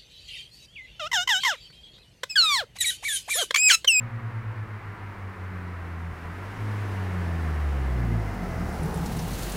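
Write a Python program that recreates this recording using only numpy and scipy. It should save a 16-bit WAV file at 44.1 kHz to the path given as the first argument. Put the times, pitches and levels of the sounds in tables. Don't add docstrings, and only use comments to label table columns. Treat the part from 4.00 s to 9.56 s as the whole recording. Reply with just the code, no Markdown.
import sys
import numpy as np
from scipy import signal
from scipy.fft import rfft, irfft, next_fast_len
from scipy.io import wavfile
from scipy.ndimage import uniform_filter1d, map_coordinates

SR = 44100
rng = np.random.default_rng(int(sys.argv[2]) if len(sys.argv) > 2 else 0)


def generate_wav(signal):
    frames = np.transpose(np.atleast_2d(signal))
    scaled = np.clip(frames, -1, 1) * 32767
    pcm = np.round(scaled).astype(np.int16)
    wavfile.write(sys.argv[1], SR, pcm)


N = 245195
TIME = np.arange(N) / SR

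# (frequency [Hz], relative level [dB])
BACKGROUND_COLOUR = [(15, 7.5), (45, 10.5), (90, 10), (300, -4), (2000, -31), (5000, -50.5), (10000, -50),
                     (12500, -54), (14900, -30), (15280, -26), (15600, -36)]
# (frequency [Hz], relative level [dB])
ROAR_COLOUR = [(400, -8.5), (700, -8.5), (980, 3), (1300, 1.5), (1750, 0), (2100, -2), (2500, -9.5),
               (3200, -22), (4500, -26), (8000, -80)]
RUMBLE_COLOUR = [(15, -22), (45, 9), (90, -0.5), (160, 8), (270, 5), (360, 5), (470, 2.5), (590, -0.5),
                 (730, 3.5), (1000, -8), (2000, -43.5)]
HISS_COLOUR = [(1000, -18), (2800, 12.5), (3400, 5.5), (4300, 2.5), (5200, 2.5), (6200, -0.5), (7400, -3),
               (7900, -3), (8700, -4), (10200, -3.5), (12000, -6.5), (15500, -9)]
SAND_COLOUR = [(1000, -36), (2600, -4), (4200, 3), (5200, -2.5), (6300, 0), (7500, -0.5), (8800, -1.5),
               (9900, 0), (12000, -3), (15500, -3)]
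SNAP_COLOUR = [(1500, -19), (3800, 3), (5600, 3.5), (7300, 4), (10000, 7.5), (12000, -2), (15500, -8.5)]
# (time [s], roar level [dB], rumble level [dB], hiss level [dB])
TYRE_LEVELS = [(0, -46, -54.5, -71.5), (2.1, -45.5, -50.5, -66.5), (2.75, -42.5, -46, -59),
               (3.5, -42.5, -43.5, -59.5), (4.7, -45, -41.5, -63), (5.15, -46, -42.5, -56),
               (5.56, -44, -41, -53.5)]
# (time [s], relative level [dB], ring pitch [Hz])
STONE_SNAPS = [(4.598, -45, 14530), (4.7277, -37, 12000), (4.832, -31.5, 9650), (4.9416, -31, 10000),
               (4.9744, -33, 6920), (5.0604, -24, 4160), (5.129, -31, 4500), (5.192, -24, 5513),
               (5.334, -24.5, 4500), (5.4117, -36, 5956), (5.5207, -24, 7640)]
# (pitch [Hz], filter width [Hz], top level [dB], loudest at [s], fade time [s])
PART_WHIRS = [(435, 79, -41, 4.9, 0.14), (700, 130, -48.5, 4.53, 0.5), (830, 280, -43, 4.95, 0.29),
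              (1344, 530, -47.5, 4.676, 0.56), (1740, 98, -52.5, 3.33, 0.86), (2047, 65, -52.5, 4.42, 0.38),
              (5230, 2100, -59, 4.766, 0.64)]
# (time [s], firing rate [Hz])
FIRING_RATE = [(0, 119.5), (.39, 114.4), (1.11, 101), (1.63, 89.25), (2.01, 83.5), (2.26, 82.5),
               (2.48, 99.7), (2.59, 106.1), (2.8, 102.7), (2.91, 98.6), (3.33, 83.43), (3.84, 66.1),
               (4.33, 48.8), (4.65, 36.83), (4.96, 36.21), (5.22, 27.82), (5.56, 25.92)]
# (time [s], pitch [Hz], top level [dB])
SILENCER_BOOMS = [(4.435, 182, -33.5), (4.61, 179.2, -30), (4.843, 157.8, -27), (4.964, 158.5, -33),
                  (5.028, 168, -29.5), (5.159, 163.8, -34.5), (5.236, 164.2, -30.5)]
# (pitch [Hz], base filter width [Hz], relative level [dB])
SILENCER_RINGS = [(91.3, 13.6, 3), (120.3, 19.7, 3.5), (173.4, 37, 1.5), (226.8, 20.4, -3),
                  (348.5, 59, -16), (443, 36, -19)]
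# (time [s], base level [dB])
BURBLE_LEVEL = [(0, -51), (2, -57.5), (2.9, -52), (3.7, -53), (4.1, -35.5), (4.9, -32.5), (5.56, -35)]
# (pitch [Hz], gain [dB])
PIPE_RESPONSE = [(25, -23), (36, -11.5), (48, -11), (58, -4), (72, 4), (86, 0.5), (100, -0.5), (112, 5.5),
                 (122, 3.5), (147, -3), (176, 5), (196, -3), (207, -8.5), (245, 0.5)]
# (time [s], base level [dB])
NOTE_LEVEL = [(0, -39.5), (.55, -37.5), (.88, -42), (1.2, -37.5), (2.1, -35.5), (2.65, -30.5), (3.7, -29),
              (4.17, -22), (4.36, -27), (5.56, -34)]
# (pitch [times the firing rate], relative level [dB])
WEAK_TONES = [(1.5, -30), (2.5, -29), (3, -22), (4, -29), (4.5, -24)]
# (time [s], beat rate [Hz])
ECHO_BEATS = [(.408, 9.06), (1.09, 5.22)]

CLUTCH_OPEN_S, CLUTCH_SHUT_S, CLUTCH_RAMP_S = 2.12, 2.605, 0.049


def undb(db):
    return 10 ** (np.asarray(db) / 20)


def curves(table):
    times, *columns = np.transpose(table)
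    return [np.interp(TIME, times, column) for column in columns]


def ramp(middle_s, length_s):
    return np.clip((TIME - middle_s) / length_s + .5, 0, 1)


def swell(peak_s, fade_s):
    return np.exp(-((TIME - peak_s) / fade_s) ** 2)


def unit(x):
    return x / np.std(x)


def wander(rate_hz):
    hold = int(SR / rate_hz)
    steps = np.repeat(rng.standard_normal(N // hold + 1), hold)
    return unit(uniform_filter1d(uniform_filter1d(steps, hold), hold)[:N])


def colour(x, points, band_hz=None):
    size = next_fast_len(N, real=True)
    bins_hz = np.maximum(np.fft.rfftfreq(size, 1 / SR), 1)
    hz, db = np.transpose(points)
    shaped = rfft(x, size) * undb(np.interp(np.log(bins_hz), np.log(hz), db))
    inside = shaped if band_hz is None else shaped[(bins_hz > band_hz[0]) & (bins_hz < band_hz[1])]
    return irfft(shaped, size)[:N] * size / np.sqrt(2 * np.sum(np.abs(inside) ** 2))


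def resonate(x, hz, width_hz, passes=1):
    for _ in range(passes):
        x = signal.lfilter(*signal.iirpeak(hz, hz / width_hz, SR), x)
    return x


def background(level_db=-52):
    return undb(level_db + wander(6.1)) * colour(rng.standard_normal(N), BACKGROUND_COLOUR)


def remoteness(arrives_s=5.68, arrival_m_s=3, braking_m_s2=2.5, side_m=1.6):
    left_s = arrives_s - TIME
    along_m = arrival_m_s * left_s + .5 * braking_m_s2 * left_s ** 2
    return np.log10(np.hypot(along_m, side_m) / side_m)


def fan_and_whirs(far, fan_hz=47.7, alongside_db=-33.5, tenfold_loss_db=29):
    fan_turns = np.cumsum(fan_hz * (1 + 0.0076 * wander(5.3))) / SR
    out = undb(alongside_db - tenfold_loss_db * far) * np.sqrt(2) * np.sin(2 * np.pi * fan_turns)
    for hz, width_hz, db, peak_s, fade_s in PART_WHIRS:
        whir = unit(resonate(rng.standard_normal(N), hz, width_hz, passes=2))
        out += undb(db) * swell(peak_s, fade_s) * whir
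    return out


def fence(direct, strength=0.17, far_lag_s=.004, near_lag_s=.016):
    lag_s = far_lag_s * (near_lag_s / far_lag_s) ** (TIME / TIME[-1])
    reflected = map_coordinates(direct, [(TIME - lag_s) * SR], order=3)
    return (direct + strength * reflected) / np.sqrt(1 + strength ** 2)


def grit(cracks_per_s=2500, spread_db=3):
    sizes = undb(spread_db * np.minimum(rng.exponential(size=N), 4))
    cracks = rng.random(N) < cracks_per_s / SR
    return unit(cracks * sizes * rng.standard_normal(N))


def crumble(breaks_per_s=55, crush_s=0.0038):
    breaks = (rng.random(N) < breaks_per_s / SR) * rng.uniform(0.47, 1, N)
    gain = 1 + signal.lfilter([1], [1, -np.exp(-1 / (crush_s * SR))], breaks)
    return gain / np.sqrt(np.mean(gain ** 2))


def tyres(far, grit_share=0.1, sand_alongside_db=-43.5, tenfold_loss_db=30):
    roar_db, rumble_db, hiss_db = curves(TYRE_LEVELS)
    roar = colour(rng.standard_normal(N), ROAR_COLOUR, band_hz=(900, 2200))
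    rumble = colour(rng.standard_normal(N), RUMBLE_COLOUR, band_hz=(280, 700))
    hiss = colour(rng.standard_normal(N), HISS_COLOUR, band_hz=(4500, 15000))
    contact = np.sqrt(1 - grit_share) * rng.standard_normal(N) + np.sqrt(grit_share) * grit()
    sand = colour(contact, SAND_COLOUR, band_hz=(4500, 15000))
    return (roar * undb(roar_db + 0.22 * wander(14))
            + rumble * undb(rumble_db + 0.19 * wander(9))
            + hiss * undb(hiss_db + 0.27 * wander(31.6))
            + sand * undb(sand_alongside_db - tenfold_loss_db * far) * crumble())


def stones(crush_s=0.0077, rise_s=0.0022, gain_db=-10, colour_spread_db=2, ring_db=6):
    out = np.zeros(N)
    for snap_s, db, ring_hz in STONE_SNAPS:
        age_s = np.maximum(TIME - snap_s + rise_s, 0)
        burst = (1 - np.exp(-age_s / rise_s)) * np.exp(-age_s / crush_s)
        own_colour = [(hz, level + colour_spread_db * rng.standard_normal()) for hz, level in SNAP_COLOUR]
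        spray = colour(rng.standard_normal(N), own_colour)
        ring = undb(ring_db) * resonate(spray, ring_hz, width_hz=0.29 * ring_hz)
        out += undb(db + gain_db) * burst * unit(spray + ring)
    return out


def stumble():
    return swell(CLUTCH_OPEN_S, fade_s=.03)


def unevenness(firing_hz, clutch_open, idle_below_hz=44, idle_onset_hz=4):
    idle = 1 / (1 + np.exp((firing_hz - idle_below_hz) / idle_onset_hz))
    return stumble() + 0.24 * clutch_open + 0.26 * idle


def booms(fade_s=.028):
    return sum(undb(db) * swell(peak_s, fade_s) * np.sqrt(2) * np.sin(2 * np.pi * hz * TIME)
               for peak_s, hz, db in SILENCER_BOOMS)


def burble(firings, firing_hz, uneven, scatter_db=6, puff_cycles=0.19, stumble_db=8):
    fired = np.flatnonzero(np.diff(np.floor(firings))) + 1
    kicks = np.zeros(N)
    kicks[fired] = undb(scatter_db * uneven[fired] * rng.standard_normal(len(fired)))
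    kicks *= np.sqrt(firing_hz.min() / firing_hz)
    puffs = 0.065 * np.exp(-(firings % 1) / puff_cycles) * rng.standard_normal(N)
    rings = sum(undb(db) * resonate(kicks + puffs, hz, 1.07 * width_hz, passes=2)
                for hz, width_hz, db in SILENCER_RINGS)
    return unit(rings) * undb(curves(BURBLE_LEVEL)[0] + stumble_db * stumble())


def pipe_db(hz):
    points_hz, db = np.transpose(PIPE_RESPONSE)
    return np.interp(np.log(hz), np.log(points_hz), db)


def wall_throb(angle, first_dip_s=.099):
    echo_gain = .8 * (1 - ramp(middle_s=1.46, length_s=.16))
    beats = np.cumsum(curves(ECHO_BEATS)[0]) / SR
    slip = 2 * np.pi * (beats - np.interp(first_dip_s, TIME, beats) + .5)
    return (np.cos(angle) + echo_gain * np.cos(angle - slip)) / np.sqrt(1 + echo_gain ** 2)


def exhaust_note(firings, firing_hz, uneven, clutch_open, clutch_dip_db=-7.5, octave_db=-9.5):
    level_db = curves(NOTE_LEVEL)[0] + clutch_dip_db * clutch_open
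    angle = 2 * np.pi * firings
    waver_db = (.5 + 2 * clutch_open) * wander(25.1)
    note = undb(level_db + pipe_db(firing_hz) + waver_db) * wall_throb(angle)
    octave = undb(level_db + octave_db + pipe_db(2 * firing_hz) + 2.5 * wander(18)) * np.cos(2 * angle)
    weak_tones = sum(undb(level_db + db + 0.5 + 3 * wander(5.23)) * np.cos(multiple * angle)
                     for multiple, db in WEAK_TONES)
    limp = 1 + uneven * np.cos(angle / 2)
    return np.sqrt(2) * (note - octave + weak_tones) * limp


def scene():
    firing_hz, = curves(FIRING_RATE)
    clutch_open = ramp(CLUTCH_OPEN_S, CLUTCH_RAMP_S) - ramp(CLUTCH_SHUT_S, CLUTCH_RAMP_S)
    uneven = unevenness(firing_hz, clutch_open)
    far = remoteness()
    firings = np.cumsum(firing_hz * (1 + .002 * wander(20))) / SR
    note = exhaust_note(firings, firing_hz, uneven, clutch_open)
    silencer = burble(firings, firing_hz, uneven) + booms()
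    return (note + silencer + fan_and_whirs(far) + fence(tyres(far)) + stones() + background())[None]


def record(dry, top_hz=15650):
    return signal.sosfilt(signal.ellip(10, .1, 80, top_hz, fs=SR, output="sos"), dry)


dry = scene()
out = record(dry)
generate_wav(out)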